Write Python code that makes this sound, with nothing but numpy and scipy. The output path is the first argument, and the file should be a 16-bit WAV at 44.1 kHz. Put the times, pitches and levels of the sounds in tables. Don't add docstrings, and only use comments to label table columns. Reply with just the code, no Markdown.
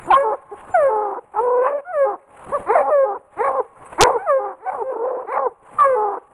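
import sys
import numpy as np
from scipy import signal
from scipy.io import wavfile
from scipy.ndimage import uniform_filter1d, minimum_filter1d

SR = 44100
rng = np.random.default_rng(int(sys.argv[2]) if len(sys.argv) > 2 else 0)


def pcm_store(signal):
    levels = np.round(np.clip(np.atleast_2d(signal), -1, 1) * 32767)
    wavfile.write(sys.argv[1], SR, levels.astype(np.int16).T)


N = 279153
TIME_S = np.arange(N) / SR

# freq_hz, density_db_per_hz
RUSTLE_SPECTRUM = [(20, -23), (60, -6), (150, -11.5), (260, -12.5), (520, -7), (1050, -7), (1500, -15),
                   (2700, -26), (3500, -38), (5500, -57.5), (8000, -33), (10100, -26), (11500, -45),
                   (13000, -62.5)]
# freq_hz, t60_s
WOOD_DECAY = [(200, 0.54), (600, 1.1), (1200, 1.4), (3000, 1.3), (9000, .2)]
# freq_hz, response_db
THROAT_RESPONSE = [(150, -32), (280, -3.5), (450, 8.5), (600, -4), (800, 5.5), (1100, -4.5), (1400, -11.5),
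                   (1900, -25.5), (2500, -43), (3400, -64.5), (5200, -76), (7000, -69.5), (9500, -51),
                   (11500, -70)]
# start_s, length_s, pitch_hz, level_db
SQUEAK_EVENTS = [(0.025, .06, 7100, -54.5), (0.701, .07, 7150, -51), (3.848, .04, 8100, -50)]
# start_s, length_s, top_pitch_hz, level_db, open_mouth_db
YIP_EVENTS = [(0.07, 0.083, 375, -22.5, -3), (0.303, 0.061, 558.7, -22.5, -4),
              (0.51, .04, 420, -28.5, -4.5), (1.169, 0.031, 489.4, -24, 2), (2.516, .068, 575, -16, 3.5),
              (3.136, 0.047, 494.4, -27, 9.5), (6.166, 0.023, 494, -25, 3.5)]
# start_s, length_s, first_pitch_hz, last_pitch_hz, first_level_db, last_level_db,
# open_mouth_db, edge_db, roughness_0_to_1
WHINE_EVENTS = [(0.102, .036, 1035, 647, -5, -10.5, 10, 1.5, 0.3),
                (1.845, 0.081, 675, 740, -47, -27, 35, 10, .06),
                (2.75, 0.083, 750, 538.5, -7.5, -19, -10.5, 4, .45),
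                (4.181, .084, 690, 817, -36.5, -29.5, 43.5, 29.5, .12),
                (4.657, 0.049, 755, 758.5, -27.5, -19.5, -0.5, 6, 0)]
# time_s, pitch_hz, level_db, open_mouth_db, edge_db, roughness_0_to_1
BAWL_CURVES = [
    [(1.335, 393.3, -35, 10, 9, .95), (1.39, 418.2, -13.5, 26.5, 5.5, 0.1),
     (1.412, 488, -18.5, -2.5, -11.5, .26), (1.52, 497, -16, 0.5, -19.5, .22),
     (1.62, 495, -15, -7, -5.5, .25), (1.662, 512.7, -16.5, 10, 7, .48), (1.69, 571, -21, -2, 0.5, .54),
     (1.76, 577.4, -19, -18.5, -16, .12), (1.81, 538, -31, -4.5, 5.5, .5)],
    [(4.835, 515.4, -30.5, -15, -12.5, 0.1), (4.9, 529.6, -22.5, -10, -9, 0.1),
     (4.945, 467.7, -25.5, 1.5, -9.5, 0.8), (5.0, 446.6, -23.5, 2, -18, 0.4),
     (5.055, 512.7, -20, -7.5, -17.5, 0.6), (5.18, 500, -24.5, -4, -16, .55),
     (5.262, 483.4, -34.5, -2, -2.5, 0.9)],
]
# start_s, length_s, attack_s, climb_s, turn_after_s,
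# final_drop_s, top_pitch_hz, closing_pitch_hz, head_level_db, head_level_at_turn_db, closing_level_db,
# turn_roughness (clipped to 0-1), period_doubling_db
BARK_EVENTS = [(2.658, .248, .048, .105, .125, 0.0042, 535, 547, -12.5, -20, -21.5, .9, 7),
               (3.36, .252, .044, .105, .135, .01, 560, 539, -17, -17.5, -21, .7, -9),
               (3.976, 0.2, 0.039, .08, .105, .028, 498, 558.6, -6.5, -15.5, -21, 0.8, -12.5),
               (4.575, 0.26, .07, 0.11, .15, .04, 520, 546, -36, -26.5, -26.5, 1.1, -2),
               (5.255, .226, .035, 0.078, .118, 0.013, 530, 535, -27, -16.5, -21, 0.9, -9)]
# start_s, high_part_s, low_part_s, attack_s, slide_time_s, top_pitch_hz,
# pitch_before_break_hz, pitch_after_break_hz, high_level_db (before gape lift), low_level_db,
# opening_gape_db, gape_held_s, opening_roughness_0_to_1, high_edge_db (before gape lift), low_edge_db
HOWL_EVENTS = [(.124, .112, .115, 0.0028, .2, 518.8, 562.8, 448.8, -16.5, -17.5, 41, .046, 0.4, 4, -12.5),
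               (0.737, .157, .295, 0.013, .07, 793.7, 527, 437.1, -14, -18.5, 29, 0.022, .05, 0, -5.5),
               (1.918, 0.14, 0.1, 0.099, .055, 707, 533.3, 423, -13.5, -19, 14.5, .03, .08, 0, -3),
               (2.89, .161, .12, .045, 0.058, 678, 532.8, 422.6, -13, -21.5, 10.5, 0.026, 0.4, -5.5, -9),
               (4.255, .138, 0.16, 0.049, 0.036, 786.5, 526.3, 413.7, -15.5, -24, 13.5, .07, .15, -4, 1.5),
               (5.782, 0.18, .222, .01, .4, 607.5, 495, 431.8, -15.5, -18, 37, .074, 0.3, 2, -7.5)]
# from_s, to_s, crest_cut_share
OVERLOAD_SPANS = [(0.105, 0.157, 0.31), (5.793, 5.817, 0.14)]
CRACKLE_TIMES_S = [4.0087, 4.011, 4.014, 4.0166, 4.0196, 4.0259, 4.0272, 4.0345, 4.0366]

OPEN_DB, SUNK_DB, LOUD_DB = -37, -60.5, -38
LAG_S, SINK_S, RECOVER_S = 0.11, 0.19, 0.1

MOUTH_HZ, MOUTH_WIDTH_LN = 1070, 0.23
GRUFF_RISE, HOARSE_RISE = 0.12, 0.45

YIP_ARCH_SHARE, YIP_ENDS_DB, YIP_EDGE_DB, YIP_ROUGH = 0.27, -12, -4, 0.2
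BAWL_DOUBLING_DB = -18.5

BARK_START_SHARE, BARK_DROP_SHARE, BARK_ONSET_DB, BARK_RELEASE_S = 0.56, 0.28, -24, 0.01
TURN_WIDTH_SHARE, DOUBLING_AT_SHARE = 0.11, 0.74
HEAD_MOUTH_DB, HEAD_EDGE_DB, CLOSE_MOUTH_DB, CLOSE_EDGE_DB, BARK_ROUGH = 7.5, 11.5, 3.5, -16.5, 0.36
PUSH_DB, PUSH_BEFORE_END_S, PUSH_WIDTH_S = 7, 0.0073, 0.012

BREAK_S, GAPE_CLOSE_S, HOWL_RELEASE_S = 0.029, 0.0076, 0.0047
SHUT_DB, HIGH_ROUGH, LINGER_DB = -10, 0.11, -18
GAPE_LEVEL_DB_PER_DB, GAPE_EDGE_DB_PER_DB = 0.16, 0.6
LOW_MOUTH_DB, LOW_DOUBLING_DB, LOW_FADE_DB = 10.5, -10.5, -15
LOW_SAG_SHARE, LOW_DROP_SHARE, LOW_ROUGH, SPENT_ROUGH = 0.092, 0.22, 0.16, 0.69

CEILING, PEAK, BAND_LIMIT_HZ = 0.72, 0.76, 16500


def gain_of(db):
    return 10 ** (np.asarray(db) / 20)


def evened(x):
    return x / np.sqrt(np.mean(abs(x) ** 2) + 1e-20)


def read(points, hz):
    table_hz, value = np.transpose(points)
    return np.interp(np.log(hz + 1), np.log(table_hz + 1), value)


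def add(mix, start_s, sound):
    part = mix[max(round(start_s * SR), 0):][:len(sound)]
    part += sound[:len(part)]


def ages(length_s):
    return np.arange(0, length_s, 1 / SR)


def ramp(x):
    return np.clip(x, 0, 1)


def ease(x):
    return 0.5 + 0.5 * np.tanh(x / 2)


def bell(x):
    return np.exp(-0.5 * x ** 2)


def bump(hz, centre_hz, width_ln):
    return bell(np.log(hz / centre_hz) / width_ln)


def wander(t_s, width_hz, size=2048):
    hz = np.fft.fftfreq(size, 1 / size)
    noise = rng.standard_normal(size) + 1j * rng.standard_normal(size)
    smooth = evened(np.fft.ifft(noise * bell(hz / width_hz)))
    return np.interp((t_s - t_s[0]) * size, np.arange(size), smooth)


def rustle(patchy_db=2.5, flicker_db=2.33):
    frames, hz = N // 128 + 5, np.fft.rfftfreq(512, 1 / SR)
    real, imag, patches = rng.standard_normal((3, frames, len(hz)))
    patches = uniform_filter1d(patches, size=10, axis=0)
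    patches = evened(uniform_filter1d(patches, size=10, axis=1))
    flicker = evened(uniform_filter1d(rng.standard_normal(frames), size=3))[:, None]
    shape_db = read(RUSTLE_SPECTRUM, hz) + patchy_db * patches + flicker_db * flicker
    spectrum = (real + 1j * imag) * gain_of(shape_db)
    return evened(signal.istft(spectrum.T, nperseg=512, noverlap=384)[1][:N])


def background_db(hounds, step=256):
    power = abs(uniform_filter1d(hounds ** 2, size=4 * step))[::step]
    loud = ease((10 * np.log10(power + 1e-12) - LOUD_DB) / 2)
    sunk = [0.]
    for share in loud[1:]:
        sinking = share * (1 - sunk[-1]) / SINK_S
        recovering = (1 - share) * sunk[-1] / RECOVER_S
        sunk.append(sunk[-1] + step / SR * (sinking - recovering))
    return OPEN_DB + (SUNK_DB - OPEN_DB) * np.interp(TIME_S - LAG_S, TIME_S[::step], sunk)


def wood(x):
    hz, t_s, spectrum = signal.stft(rng.standard_normal(SR * 3 // 2), SR, nperseg=256)
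    decay = gain_of(-60 * t_s / read(WOOD_DECAY, hz)[:, None])
    build_up = 1 - np.exp(-t_s / 0.09)
    tail = signal.istft(spectrum * decay * build_up, SR, nperseg=256)[1]
    return evened(signal.fftconvolve(x, tail)[:N]) * np.std(x)


def trunks(x, near_db=-21, count=8):
    taps = np.zeros(SR // 10)
    delays = (rng.uniform(0.004, 0.06, count) * SR).astype(int)
    taps[delays] = rng.choice([-1., 1.], count)
    return gain_of(near_db) * signal.oaconvolve(x, taps / np.sqrt(count))[:N]


def squeak(start_s, length_s, pitch_hz, level_db, waver=0.012):
    age = ages(length_s)
    wavering_hz = pitch_hz * (1 + waver * wander(age, width_hz=40).real)
    phase = 2 * np.pi * np.cumsum(wavering_hz) / SR
    return start_s, gain_of(level_db) * np.sin(np.pi * age / length_s) * np.sin(phase)


def cry(t_s, pitch_hz, level_db, mouth_db, edge_db, rough, doubled, rasp_rise, nasal_db, bright_db,
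        nasal_hz=2150, bright_hz=4000, jitter=0.041, flutter_hz=85, rasp=0.79, between=1.0, count=44):
    rough = np.clip(rough, 0, 1)
    shake = jitter * (0.33 + 2 * rough) * wander(t_s, flutter_hz).real
    phase = 2 * np.pi * np.cumsum(pitch_hz * (1 + shake)) / SR
    voice, power = np.zeros(len(t_s)), np.zeros(len(t_s))
    for k in np.arange(1, count) / 2:
        hz = k * pitch_hz
        timbre_db = read(THROAT_RESPONSE, hz)
        timbre_db += nasal_db * bump(hz, nasal_hz, 0.14) + bright_db * bump(hz, bright_hz, 0.11)
        timbre_db += mouth_db * bump(hz, MOUTH_HZ, MOUTH_WIDTH_LN)
        timbre_db += edge_db * ramp(np.log2(hz / 1100))
        size = gain_of(timbre_db) * ramp((THROAT_RESPONSE[-1][0] - hz) / pitch_hz + 0.5)
        smear = ramp(rasp * rough * (1 + rasp_rise * (k - 1)))
        if k % 1:
            line, noise = doubled, between * smear ** 2
            size = size * (gain_of(-11.5) if k < 1 else 1)
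        else:
            line, noise = np.sqrt(1 - smear ** 2), smear
        carrier = np.exp(1j * (k * phase + 2 * np.pi * rng.random()))
        voice += size * ((line + noise * wander(t_s, flutter_hz)) * carrier).real
        power += size ** 2 * (line ** 2 + noise ** 2) / 2
    voice *= 1 + 0.5 * rough * wander(t_s, flutter_hz / 2).real
    fade = ramp(np.minimum(t_s - t_s[0], t_s[-1] - t_s) / 0.007)
    return t_s[0], gain_of(level_db) * fade * voice / np.sqrt(power)


def yip(start_s, length_s, top_hz, level_db, mouth_db):
    age = ages(length_s)
    ends = (2 * age / length_s - 1) ** 2
    return cry(start_s + age, top_hz * (1 - YIP_ARCH_SHARE * ends), level_db + YIP_ENDS_DB * ends,
               mouth_db, YIP_EDGE_DB, YIP_ROUGH, 0, rasp_rise=GRUFF_RISE, nasal_db=2.5, bright_db=-1)


def whine(start_s, length_s, first_hz, last_hz, first_db, last_db, mouth_db, edge_db, rough):
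    age = ages(length_s)
    glide = 1 - (1 - age / length_s) ** 2
    pitch_hz = first_hz + (last_hz - first_hz) * glide
    level_db = first_db + (last_db - first_db) * glide
    return cry(start_s + age, pitch_hz, level_db, mouth_db, edge_db, rough, 0,
               rasp_rise=0.2, nasal_db=6.5, bright_db=9.5)


def bawl(rows):
    knots_s, *columns = np.transpose(rows)
    t_s = np.arange(knots_s[0], knots_s[-1], 1 / SR)
    controls = [np.interp(t_s, knots_s, column) for column in columns]
    return cry(t_s, *controls, gain_of(BAWL_DOUBLING_DB),
               rasp_rise=HOARSE_RISE, nasal_db=12, bright_db=3, nasal_hz=2560)


def bark(start_s, length_s, attack_s, climb_s, turn_s, drop_s, top_hz, close_hz, head_db, turn_db, close_db,
         turn_rough, doubling_db):
    age = ages(length_s + 2 * BARK_RELEASE_S)
    left_s = length_s - age
    turn = (age - turn_s) / length_s / TURN_WIDTH_SHARE
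    closing = ease(2 * turn)
    rise = np.sin(np.pi / 2 * ramp(age / climb_s)) ** 1.5
    head_hz = top_hz * (BARK_START_SHARE + (1 - BARK_START_SHARE) * rise)
    drop_hz = close_hz * (1 - BARK_DROP_SHARE * np.exp(-np.maximum(left_s, 0) / drop_s))
    head_level_db = np.interp(age, [0, attack_s, turn_s], [head_db + BARK_ONSET_DB, head_db, turn_db])
    close_level_db = close_db + PUSH_DB * bell((left_s - PUSH_BEFORE_END_S) / PUSH_WIDTH_S)
    head = (head_hz, head_level_db, HEAD_MOUTH_DB, HEAD_EDGE_DB)
    close = (drop_hz, close_level_db, CLOSE_MOUTH_DB, CLOSE_EDGE_DB)
    controls = [a + (b - a) * closing for a, b in zip(head, close)]
    rough = BARK_ROUGH + (turn_rough - BARK_ROUGH) * bell(turn)
    doubled = gain_of(doubling_db) * bell((age / length_s - DOUBLING_AT_SHARE) / TURN_WIDTH_SHARE)
    _, sound = cry(start_s + age, *controls, rough, doubled,
                   rasp_rise=GRUFF_RISE, nasal_db=10, bright_db=16.5)
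    return start_s, sound * np.exp(-np.maximum(BARK_RELEASE_S - left_s, 0) / BARK_RELEASE_S)


def howl(start_s, high_s, low_s, attack_s, slide_s, top_hz, break_hz, low_hz, high_db, low_db, gape_db,
         gape_s, gape_rough, high_edge_db, low_edge_db):
    age = ages(high_s + low_s + 2 * HOWL_RELEASE_S)
    gape = ease((gape_s - age) / GAPE_CLOSE_S)
    broken = ramp((age - high_s) / BREAK_S + 0.5)
    spent = ramp((age - high_s) / low_s)
    slide = ramp(np.expm1(-age / slide_s) / np.expm1(-high_s / slide_s))
    _, high = cry(start_s + age, top_hz + (break_hz - top_hz) * slide,
                  high_db + GAPE_LEVEL_DB_PER_DB * gape_db * gape, SHUT_DB + gape_db * gape,
                  high_edge_db + GAPE_EDGE_DB_PER_DB * gape_db * gape,
                  HIGH_ROUGH + (gape_rough - HIGH_ROUGH) * gape, 0,
                  rasp_rise=0.46, nasal_db=1, bright_db=0.5, jitter=0.011)
    sagging_hz = low_hz * (1 - LOW_SAG_SHARE * spent - LOW_DROP_SHARE * spent ** 8)
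    _, low = cry(start_s + age, sagging_hz, low_db, LOW_MOUTH_DB, low_edge_db,
                 LOW_ROUGH + (SPENT_ROUGH - LOW_ROUGH) * spent ** 3, gain_of(LOW_DOUBLING_DB),
                 rasp_rise=0.75, nasal_db=4, bright_db=-2)
    after_break = (low + gain_of(LINGER_DB) * high) * gain_of(LOW_FADE_DB * spent ** 3)
    voice = high * (1 - broken) * gain_of(LOW_FADE_DB * spent ** 3) * 0 + high * (1 - broken) + broken * after_break
    release = np.exp(-np.maximum(age - high_s - low_s, 0) / HOWL_RELEASE_S)
    return start_s, voice * ramp(age / attack_s) * release


def scene(wood_db=-26, wood_follow=0.9):
    hounds = np.zeros(N)
    voices = ((squeak, SQUEAK_EVENTS), (yip, YIP_EVENTS), (whine, WHINE_EVENTS),
              (bark, BARK_EVENTS), (howl, HOWL_EVENTS))
    for voice, events in voices:
        for row in events:
            add(hounds, *voice(*row))
    for rows in BAWL_CURVES:
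        add(hounds, *bawl(rows))
    swell_db = background_db(hounds)
    ring = gain_of(wood_db + wood_follow * (swell_db - swell_db.mean())) * wood(hounds)
    return (hounds + trunks(hounds) + ring + gain_of(swell_db) * rustle())[None]


def overload(x, top_hz=3900):
    crest = uniform_filter1d(-minimum_filter1d(-abs(x), size=100), size=100)
    cut = np.zeros(N)
    for from_s, to_s, share in OVERLOAD_SPANS:
        cut += share * ramp(np.minimum(TIME_S - from_s, to_s - TIME_S) / 0.0041)
    limit = crest * (1 - np.clip(cut, 0, 0.5))
    shaved = np.where(cut > 0, x - np.clip(x, -limit, limit), 0)
    return x - signal.sosfiltfilt(signal.butter(4, top_hz, fs=SR, output="sos"), shaved)


def limiter(x):
    headroom = np.minimum(1, CEILING / (abs(x) + 1e-9))
    return x * uniform_filter1d(minimum_filter1d(headroom, size=200), size=200)


def crackles(x, push=1.0, chatter=1.3, top_hz=9000, size=20):
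    spikes = np.zeros(N)
    for time_s in CRACKLE_TIMES_S:
        ragged = rng.standard_normal(size)
        add(spikes, time_s, push + chatter * evened(uniform_filter1d(ragged - ragged.mean(), size=3)))
    change = np.clip(x + spikes, -PEAK, PEAK) - x
    return x + signal.lfilter(*signal.butter(2, top_hz, fs=SR), change)


def record(dry):
    x = crackles(limiter(overload(dry[0])))
    low_pass = signal.firwin(255, BAND_LIMIT_HZ, window=("kaiser", 9), fs=SR)
    return signal.oaconvolve(x, low_pass, "same")[None]


dry = scene()
out = record(dry)
pcm_store(out)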